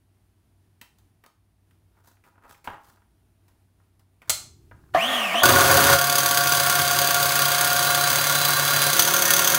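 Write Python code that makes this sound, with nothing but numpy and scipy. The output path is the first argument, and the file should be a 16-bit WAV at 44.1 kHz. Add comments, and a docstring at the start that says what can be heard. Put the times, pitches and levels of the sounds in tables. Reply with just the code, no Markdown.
"""A small two-stroke engine of a model car turns at idle, clattering hard every few turns: shaft orders, plus
noise pulsed by the crank and filtered by body and metal modes. Thin whistles ride on it. Before that an
electric starter box spins up (gear mesh whine over a rumble) and the car is pressed onto its wheel. First of
all, hands fumble with the glow igniter (decaying noise bursts), which snaps on (a crack and ringing modes).
The quiet garage adds a diffuse tail, filtered noise and two hums."""
import sys
import numpy as np
from scipy import signal
from scipy.io import wavfile
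from scipy.ndimage import uniform_filter1d

SR = 44100
rng = np.random.default_rng(int(sys.argv[2]) if len(sys.argv) > 2 else 0)


def wav_out(sig):
    """Save sig, one row per channel (or a flat mono array), as 16-bit PCM at SR to the path in sys.argv[1]."""
    wavfile.write(sys.argv[1], SR, np.round(np.clip(np.atleast_2d(sig).T, -1, 1) * 32767).astype(np.int16))


def boost_factor(decibels):
    """Convert a level in decibels to a linear amplitude factor."""
    exponent = np.asarray(decibels, float) / 20
    return 10 ** exponent


N = 422478  # length [samples]


def evened(x):
    """Normalization: scales a signal to rms 1."""
    return x / np.sqrt(np.mean(x ** 2) + 1e-20)


def curves(rows):
    """Linear interpolation of each column over time, and a soft-edged mask for the span of the rows."""
    s, *columns = np.transpose(rows)
    t = np.arange(N) / SR
    inside = 1. * ((t > s[0]) & (t < s[-1]))
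    return [np.interp(t, s, c) for c in columns] + [uniform_filter1d(inside, size=200)]


def colour(x, points, modes=(), size=8192):
    """Minimum-phase filtering: a smooth spectrum plus resonant peaks, impulse response of energy 1."""
    hz = abs(np.fft.fftfreq(size, 1 / SR))
    points_hz, points_db = np.array(points).T
    power = boost_factor(np.interp(np.log(hz + 1), np.log(points_hz + 1), points_db)) ** 2
    for f, width, db in modes:
        power = power + boost_factor(db) ** 2 / (1 + (2 * (hz - f) / max(width, 4)) ** 2) ** 2
    log_gain = .5 * np.log(power + 1e-10)
    # the Hilbert transform of the log gain supplies the minimum phase
    taps = np.fft.ifft(np.exp(signal.hilbert(log_gain).conj())).real[:size // 2]
    return signal.oaconvolve(x, taps / np.linalg.norm(taps))[:len(x)]


def wander(hz):
    """Low-pass random process: slow chance of rms 1, up to about the given frequency."""
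    return evened(signal.sosfilt(signal.butter(2, hz, fs=SR, output="sos"), rng.standard_normal(N)))


def bursts(s, db, t60, rise_s, size=SR // 4):
    """Impulsive excitation: at each time a quick rise and an exponential fall of 60 dB in t60 [s]."""
    t, out = np.arange(size) / SR, np.zeros(N + size)
    shape = (1 - np.exp(-t / rise_s)) * boost_factor(-60 * t / t60)
    gains = boost_factor(db) * np.ones(len(s)) / shape.max()
    for at, gain in zip((np.asarray(s) * SR).astype(int), gains):
        out[at:at + size] += gain * shape
    return out[:N]


# engine noise: (time [s], relative body noise level [dB], relative metal hiss level [dB])
ENGINE = [(5.432, -12, -21), (5.945, -12.5, -20.5), (5.975, -25, -28), (6.5, -22.5, -25),
          (8.88, -21.5, -24.5), (8.96, -23, -24), (9.58, -21.5, -25.5)]
# shaft speed: (time [s], rate [turns/s])
SPEED = [(5.41, 112.0), (5.5, 121.0), (5.57, 126.0), (5.72, 138.9), (5.96, 140.1), (6.08, 141.6),
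         (7.32, 141.25), (7.55, 142.2), (8.0, 142.3), (8.22, 143.6), (8.9, 144.2), (9.0, 147.0),
         (9.12, 155.0), (9.58, 155.0)]
START_TURN = .22  # crank position at time zero [turns]
# course of the run, 0 catching, 1 pressed, 2 settled, 3 faster, 4 rattling: (time [s], stage [-])
STAGE = [(5.41, 0), (5.66, 0), (5.72, 1), (5.95, 1), (5.98, 2), (8.08, 2), (8.2, 3), (8.91, 3), (8.95, 4),
         (9.6, 4)]
# shaft orders, the quarter ones strongest when rattling:
# (multiple of shaft rate [-], then nominal rms level [dB] catching, pressed, settled, faster, rattling)
ORDERS = [(1, -34, -31, -37.5, -36, -43), (1.25, -60, -60, -60, -60, -46), (1.5, -60, -60, -60, -60, -48),
          (2, -39, -50, -60, -56, -55), (2.25, -60, -60, -60, -60, -40), (2.5, -60, -60, -60, -60, -46),
          (2.75, -60, -60, -60, -60, -47), (3, -33, -39, -53, -55, -55), (3.5, -60, -60, -60, -60, -40),
          (3.75, -60, -60, -60, -60, -41), (4, -44, -30, -44, -41, -51), (4.75, -60, -60, -60, -60, -42),
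          (5, -34, -33, -30.5, -42, -55), (8, -46, -35, -33, -34, -45), (9, -42, -45, -55, -54, -42),
          (10, -38, -40, -34, -37, -44), (11, -50, -38, -39, -40, -46), (12, -45, -43, -52, -58, -43)]
# hand pushing the car down: (time [s], share [0-1])
PRESSED = [(5.41, 1), (5.95, 0.44), (5.975, 0.33), (9.6, 0)]
# loose igniter ringing on the plug: (time [s], share [0-1])
RINGING = [(5.41, 0.2), (8.9, 0), (8.98, 0.82), (9.6, 1)]
# smooth body spectrum: (frequency [Hz], relative level [dB])
BODY = [(18, -71), (30, -35), (135, 0.5), (218, -14.5), (618, -7.5), (707, 4.5), (809, -5.5), (1120, 2),
        (1290, -4.5), (1420, -6), (3000, -12.5), (3900, -55), (6600, -120)]
# chassis and pipe: (frequency [Hz], width [Hz], relative level [dB] free, pressed, rattling)
BODY_MODES = [(89.7, 18, -47, -2.5, -32), (265.6, 20.5, -15.5, -5, -20), (368, 145, -15.5, -8, -13.5),
              (547.2, 29.5, -4.5, 1, 0), (720, 36, -7, 0, -11), (960, 140, -16, -14, -7),
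              (1139, 115, -1.5, -1.5, -1), (1415, 84, 2, -9, 3.5), (1466, 59, -28, 4, -2.5),
              (1594, 133, -1.5, -9, -0.5), (1797, 140, -7, -14, -8.5), (2168, 97, -7, -38, -6.5)]
# smooth metal spectrum: (frequency [Hz], relative level [dB])
METAL = [(1200, -40.5), (1800, -7), (2500, -3.5), (4200, -1.5), (5200, -5), (5500, -7), (7200, -5.5),
         (9000, -7), (9600, -8.5), (11000, -7), (12800, -8.5), (15500, -3)]
# head fins, clutch and igniter: (frequency [Hz], nominal width [Hz], relative level [dB] plain, ringing)
METAL_MODES = [(3340, 360, 0, 0), (4660, 140, 6, 0), (4860, 100, 4, -3), (5910, 110, 2, 8),
               (6120, 60, -3, 9), (6300, 120, 3, 2), (6480, 180, 3, 8), (6680, 60, 1, 0),
               (8440, 400, -1, -3), (9320, 90, 0, -3), (10100, 220, -2, 5), (11200, 220, 4, 1),
               (11800, 200, 0, -1), (13900, 300, 1, 3), (14230, 220, -4, 7), (15600, 300, 3, -1)]


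def engine():
    """Source-filter principle: crank-timed pulses of noise excite body and metal modes, over shaft harmonics."""
    body_db, metal_db, on = curves(ENGINE)
    (pressed, _), (ringing, _), (stage, _) = curves(PRESSED), curves(RINGING), curves(STAGE)
    turns = START_TURN + np.cumsum(curves(SPEED)[0]) / SR

    # one tick each turn, of random strength
    tick_s = np.flatnonzero(np.diff(np.floor(turns))) / SR
    tick_db = 3.1 * rng.standard_normal(len(tick_s))
    ticks = bursts(tick_s, tick_db, 0.027, rise_s=0.000074, size=2000)

    s, db = firings(turns)
    swollen_ticks = bursts(s, db, 0.049, rise_s=0.011, size=8000) * (0.21 + ticks)
    hard = bursts(s, db, 0.035, rise_s=0.000087, size=4000) + 0.24 * swollen_ticks
    blow = bursts(s, db, 0.00088, rise_s=.0001, size=200)  # one push into the body at each clatter
    # the loose igniter jingles through each clatter
    shake = bursts(s - .004, db, 0.04, rise_s=0.0036, size=4000)

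    orders = np.zeros(N)
    for multiple, *stage_db in ORDERS:
        order_db = np.interp(stage, range(5), stage_db) + 0.4 * wander(9.7)
        orders += np.sqrt(2) * boost_factor(order_db) * np.sin(2 * np.pi * (multiple * turns + rng.random()))

    thud_noise, hiss_noise, crash_noise = rng.standard_normal((3, N))
    thud_level = boost_factor(body_db - 8.5) * (0.62 + 1.29 * ticks) + boost_factor(-27.0 + 15.2 * pressed) * hard
    thud = thud_noise * thud_level + boost_factor(-13.5) * blow
    hiss = hiss_noise * boost_factor(metal_db) * (0.86 + 0.47 * ticks)
    crash = crash_noise * (boost_factor(-8) * hard + ringing * boost_factor(-17.5) * shake)
    crash += boost_factor(-6.5) * np.diff(blow, prepend=0) * 4

    under = [(f, db - 9.5) for f, db in BODY]
    free_body, pressed_body, rattling_body = [
        colour(thud, under, [(f, w, levels[k]) for f, w, *levels in BODY_MODES]) for k in range(3)]
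    # the steady hiss is fairly flat; the clatters ring the metal modes much harder
    plain_metal, ringing_metal = [
        colour(hiss, METAL, [(f, w, levels[k] - 4) for f, w, *levels in METAL_MODES])
        + colour(crash, METAL, [(f, 1.4 * w, levels[k] + 3.5) for f, w, *levels in METAL_MODES])
        for k in range(2)]
    body = (1 - pressed - ringing) * free_body + pressed * pressed_body + ringing * rattling_body
    metal = (1 - ringing) * plain_metal + ringing * ringing_metal
    return on * (orders + body + metal)


# the loudest firings: (time [s], relative peak level [dB])
CLATTERS = [(5.4338, -5), (5.4555, -2.5), (5.4893, -4.5), (5.5854, -9.5), (5.6077, -6), (5.7121, -4),
            (5.7697, -4), (5.8396, -7), (5.899, -5), (5.9298, -6.5), (6.0125, -8.5), (6.041, -9),
            (6.097, -7), (6.1543, -5), (6.1829, -4.5), (6.2592, -6), (6.31, -6), (6.3727, -5), (6.408, -10),
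            (6.5209, -5), (6.5983, -7.5), (6.697, -6), (6.849, -13), (6.9102, -10), (6.9593, -12),
            (6.9877, -6), (7.0719, -9), (7.1438, -7.5), (7.228, -7), (7.419, -5.5), (7.5178, -8),
            (7.6103, -6.5), (7.7636, -9), (7.9046, -9.5), (7.9468, -7), (8.101, -7.5), (8.1569, -9),
            (8.3512, -8), (8.4498, -7), (8.5677, -12), (8.6782, -8.5), (8.8175, -6), (8.8657, -8),
            (8.9311, -7), (8.994, 0), (9.0222, -8.5), (9.1381, -7), (9.2214, -6.5), (9.3055, -4.5),
            (9.3358, -4.5), (9.3658, -8.5), (9.3924, -6.5), (9.4446, -7.5), (9.475, -5), (9.5466, -4.5)]
TURNS_PER_FIRING, UNEVEN_TURNS = 4.2, .35  # the rich mixture lights about every fourth turn
# ordinary firings; a longer wait stores more charge
FIRING_DB, DB_PER_TURN_WAITED, FIRING_SPREAD_DB = -10, 1, 1.05


def firings(turns):
    """Irregular combustion: the loudest firings and, between them, ordinary ones whole turns after these."""
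    s, db = np.transpose(CLATTERS)
    crank = turns[(s * SR).astype(int)]
    gaps = np.diff(np.append(crank, turns[-1]))
    counts = np.maximum(np.round(gaps / TURNS_PER_FIRING), 1).astype(int)
    steps = np.concatenate([np.arange(1, n) * gap / n for gap, n in zip(gaps, counts)])
    timing_luck, level_luck = rng.standard_normal((2, len(steps)))
    at = np.repeat(crank, counts - 1) + np.round(steps + UNEVEN_TURNS * timing_luck)
    before = np.sort(np.append(crank, at))
    waited = at - before[np.searchsorted(before, at) - 1]
    level_db = FIRING_DB + DB_PER_TURN_WAITED * (waited - TURNS_PER_FIRING) + FIRING_SPREAD_DB * level_luck
    return np.append(s, np.searchsorted(turns, at) / SR), np.append(db, level_db)


# a long thin whistle and a brief one, each: (time [s], nominal frequency [Hz], nominal rms level [dB])
WHISTLE = [
    [(5.98, 3975, -50), (7.6, 3990, -46), (7.8, 4005, -37), (8.92, 4012, -36), (9.0, 3750, -43),
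     (9.12, 3100, -46), (9.16, 3000, -55)],
    [(9.25, 1860, -45), (9.3, 1850, -27), (9.36, 1700, -40)],
]


def whistle():
    """Frequency and amplitude modulation: thin sine tones that waver slightly over the running engine."""
    waver = 1 + .0015 * wander(30)
    flutter_db = 2.5 * wander(25)
    out = np.zeros(N)
    for hz, db, on in map(curves, WHISTLE):
        phase = 2 * np.pi * np.cumsum(hz * waver) / SR
        out += on * np.sqrt(2) * boost_factor(db + flutter_db) * np.sin(phase)
    return out


# starter motor: (time [s], gear mesh frequency [Hz], relative mesh level [dB], relative box rumble level [dB])
STARTER = [(4.94, 1387, -32, -37.5), (5.03, 2880, -23, -28.5), (5.09, 3420, -27.5, -28.5),
           (5.14, 3337, -25.5, -26.5), (5.33, 2228, -29.5, -30), (5.36, 2900, -22, -30.5),
           (5.412, 3260, -23, -26), (5.51, 3515, -31, -29), (5.7, 3530, -41, -32)]
TEETH = 13  # gear mesh cycles in each shaft turn
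# harmonics of the gear mesh: (multiple [-], relative level [dB])
MESH_ORDERS = [(1, 0), (2, -19), (3, -21)]
# smooth box spectrum: (frequency [Hz], relative level [dB])
BOX = [(35, -59), (60, -30), (227, -4), (480, -18), (682, 9), (842, 0.5), (2580, -1.5), (2900, 3.5),
       (4030, -15.5), (16000, -17)]
# box resonances: (frequency [Hz], width [Hz], relative level [dB])
BOX_MODES = [(645, 214, -5.5), (1158, 120, -0.5), (1430, 50, -11), (1620, 22, -11), (1840, 72, -3)]
# the motor kicks the box: (time [s], relative peak level [dB])
CLUNKS = [(4.947, -10), (4.968, -22.5), (5.038, -28), (5.342, -15.5), (5.419, -16)]
# what a clunk rings: (frequency [Hz], width [Hz], relative level [dB])
KICKED = [(316, 190, -12.5), (688, 88, 10), (1130, 370, -4.5), (1800, 190, -6)]


def starter():
    """Gear mesh principle: tooth rate is shaft rate times teeth; a fuzzy whine, a shaft tone and a rumbling box."""
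    mesh_hz, mesh_db, box_db, on = curves(STARTER)
    mesh_turns = np.cumsum(mesh_hz * (1 + .03 * wander(120))) / SR  # uneven teeth smear the whine
    mesh = sum(boost_factor(db) * (1.04 + 0.55 * wander(320)) * np.sin(2 * np.pi * k * mesh_turns)
               for k, db in MESH_ORDERS)
    shaft_turns = np.cumsum(mesh_hz / TEETH) / SR
    # the load stills the box once the car is pressed on
    free = np.interp(np.arange(N) / SR, [5.40, 5.43], [1, 0])
    shaft_level = free * boost_factor(-38.0) * np.clip(mesh_hz / 2200, 0, 1) ** 4
    shaft_tone = shaft_level * np.sin(2 * np.pi * shaft_turns)

    shaking = free * on * boost_factor(box_db + 2.0) * (1 + 0.1 * np.cos(2 * np.pi * shaft_turns))
    box_modes = [(f, w, db + 12.5) for f, w, db in BOX_MODES]
    rumble = colour(rng.standard_normal(N) * shaking, BOX, box_modes)

    s, db = np.transpose(CLUNKS)
    kick_noise = rng.standard_normal(N) * bursts(s, db - 1, 0.12, rise_s=0.00048)
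    kicks = colour(kick_noise, [(100, -27), (3000, -24.5), (16000, -57)], KICKED)
    return on * (boost_factor(mesh_db) * mesh + shaft_tone) + rumble + kicks


# the igniter clamp shuts and bounces: (time [s], relative peak level [dB])
SNAPS = [(4.2955, -4), (4.302, -9)]
# spectrum of the crack: (frequency [Hz], relative level [dB])
SNAP_CRACK = [(80, -27), (300, -17), (750, -9), (1600, -8.5), (3500, -7), (5000, -8), (8000, -2),
              (11000, -8.5), (16000, -9.5)]
# ringing clamp: (frequency [Hz], relative level [dB], decay time t60 [s])
CLAMP = [(4231, 0, .45), (4275, -3, .38), (5911, -5, .25), (6471, -3, .22), (7950, 0, .22), (8473, -6, .3),
         (9383, -2, .28)]


def snap():
    """Modal impact: a shutting steel clamp gives a crack of noise and exponentially decaying modes."""
    s, db = np.transpose(SNAPS)
    crack = colour(rng.standard_normal(N) * bursts(s, db - 8.5, 0.041, rise_s=0.00023), SNAP_CRACK)
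    t = np.arange(SR) / SR
    ring = sum(boost_factor(d - 60 * t / t60) * np.sin(2 * np.pi * f * t) for f, d, t60 in CLAMP)
    strikes = bursts(s, db - 36, .0004, rise_s=.00002)
    return crack + signal.oaconvolve(strikes, ring)[:N]


# small knocks of the hands and igniter: (time [s], relative peak level [dB], clack above that [dB],
# treble above that [dB], decay time t60 of the dull part [s])
TAPS = [(0.813, -43.5, 2.5, 1, 0.098), (0.985, -62, -11, 4, 0.091), (1.238, -45.5, -8, -11, 0.093),
        (1.262, -46, -16, -2, 0.038), (1.709, -64, 1, -2.5, 0.086), (1.969, -64, -9, -26, 0.085),
        (2.169, -59, -6, -18, 0.091), (2.238, -55.5, -6, -11, 0.25), (2.379, -48, -30, -29, 0.046),
        (2.445, -49, -26, -25.5, 0.1), (2.545, -53, 1, -17, 0.068), (2.643, -43.5, -10, -6, 0.38),
        (2.674, -20.5, -12, -34, 0.057), (2.971, -51, -23, -24, 0.06), (3.019, -53.5, -15, -23, 0.046),
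        (3.481, -57, -13, -3, 0.12), (3.8, -59, -29, -25, 0.1), (3.994, -58, -14, -3, 0.11),
        (4.218, -44, -6, -13, 0.11), (4.712, -33, -39, -38.5, 0.044)]
# strokes of fingers on metal and plastic:
# (start [s], length [s], relative dull level [dB], relative bright level [dB])
RUBS = [(1.913, 0.19, -64, -70), (2.038, 0.12, -53.5, -50.5), (2.234, 0.13, -60.5, -67),
        (2.34, 0.066, -57, -80), (2.415, .1, -46.5, -60), (2.476, 0.11, -51.5, -49.5),
        (2.68, 0.14, -43, -63), (2.803, 0.17, -53, -52.5), (4.256, 0.078, -57, -61),
        (4.732, 0.26, -63, -77)]
RUB_PEAK, RUB_EDGE_DB = 0.25, -20.5  # share of the stroke at which it is loudest; level at its ends
# what the taps and rubs ring: (frequency [Hz], width [Hz], relative level [dB])
CHASSIS = [(823, 37, 1.5), (970, 160, -1.5), (1250, 120, -7), (1420, 120, -7), (1620, 16, -12),
           (1870, 35, -5.5), (2660, 34, -17)]
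# metal part of a tap: (frequency [Hz], relative level [dB])
CLACK = [(900, -36), (2000, 6), (2500, 3), (3300, -6.5), (6000, -36)]


def hands():
    """Impact and friction: noise bursts and grainy strokes split into chassis ring, metal clack and dry hiss."""
    dull, clack, bright = np.zeros((3, N))
    grain = boost_factor(5.9 * wander(70) - 5.5)
    for s, db, clack_db, treble_db, t60 in TAPS:
        dull += bursts([s], db - 7.5, t60, rise_s=0.00031, size=8000)
        clack += bursts([s], db + clack_db - 1, 0.3 * t60, rise_s=.0003, size=8000)
        bright += bursts([s], db + treble_db + 0.5, .5 * t60, rise_s=.0003, size=8000)
    for s, length, dull_db, bright_db in RUBS:
        stroke_db, on = curves([(s, RUB_EDGE_DB), (s + RUB_PEAK * length, 0), (s + length, RUB_EDGE_DB)])
        dull += boost_factor(dull_db + stroke_db) * on * grain
        bright += boost_factor(bright_db + stroke_db) * on * grain
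    dull_noise, bright_noise, clack_noise = rng.standard_normal((3, N))
    chassis = colour(dull_noise * dull, [(100, -4.5), (450, -6.0), (1500, -3), (2500, -19), (7000, -52)],
                     CHASSIS)
    metal = colour(clack_noise * clack, CLACK)
    hiss = colour(bright_noise * bright, [(1200, -18.5), (3500, 0), (9000, -2.5), (15000, -1), (17000, 3.5)],
                  [(14900, 150, 5)])
    return chassis + metal + hiss


# decay of the room: (frequency [Hz], decay time t60 [s])
GARAGE = [(250, 0.07), (660, 0.42), (1740, 0.32), (4590, 0.4), (12100, 0.27)]


def garage(x):
    """Diffuse reverberation: sparse taps of random sign, each band decaying at its own rate."""
    taps = np.zeros(SR)
    at = np.arange(200, SR - 20, 20)
    taps[at + rng.integers(0, 20, len(at))] = rng.choice([-1., 1.], len(at))
    hz, t, z = signal.stft(taps, SR, nperseg=256)
    t60 = np.clip(np.interp(hz, *np.transpose(GARAGE)), .1, 2)
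    tail = signal.istft(z * boost_factor(-60 * t / t60[:, None]), SR, nperseg=256)[1]
    return signal.oaconvolve(x, tail / np.linalg.norm(tail))[:N]


# spectrum of the air noise: (frequency [Hz], relative level [dB])
ROOM_AIR = [(15, -59), (25, -18), (39, -13), (102, -6), (127, -9.5), (293, -14), (335, -13.5), (545, -28),
            (641, -21.5), (1100, -28), (8140, -39.5), (9070, -33.5), (16000, -40.5)]
# far machinery: (frequency [Hz], bandwidth of the wavering [Hz], peak level of the steady part [dB])
HUM = [(59, 8, -71.5), (96, 8, -66.5)]
# a low rumble before the start: (time [s], rms level [dB])
SWELL = [(4.25, -69), (4.3, -49.5), (4.36, -54.5), (4.92, -54.5), (4.95, -43)]


def room_air():
    """Stationary background: filtered noise and two narrow-band hums in quadrature, plus one rumble swell."""
    t = np.arange(N) / SR
    hums = np.zeros(N)
    for f, width, db in HUM:
        in_phase = (1 + .6 * wander(width)) * np.sin(2 * np.pi * f * t)
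        quadrature = 0.69 * wander(width) * np.cos(2 * np.pi * f * t)
        hums += boost_factor(db) * (in_phase + quadrature)
    swell_db, on = curves(SWELL)
    rumble = colour(rng.standard_normal(N), [(25, -10), (95, 9.0), (200, -10.0), (380, -7), (550, -37)])
    drift_db = wander(2.5)
    air = boost_factor(-68.5 + drift_db) * colour(rng.standard_normal(N), ROOM_AIR)
    return air + hums + on * boost_factor(swell_db) * rumble


def scene():
    """Superposition: direct sound of all sources, their reverberation in the garage, and its air."""
    near = hands() + snap()
    machine = engine() + whistle() + starter()
    reverberation = garage(boost_factor(-5.5) * near + boost_factor(-11.0) * machine)
    return (near + machine + reverberation + room_air())[None]


def roll_off(x):
    """The treble ends steeply here."""
    return signal.sosfilt(signal.butter(12, 16650, fs=SR, output="sos"), x)


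def record(dry):
    """Saturation and band limiting: a soft tanh overload, then a linear-phase low-pass at 15780 Hz."""
    overloaded = 1.1 * np.tanh(dry / 1.1)
    low_pass = signal.firwin(511, 15780, window=("kaiser", 9), fs=SR)
    limited = signal.oaconvolve(overloaded, low_pass[None], "same")
    return roll_off(limited)


dry = scene()
out = record(dry)
wav_out(out)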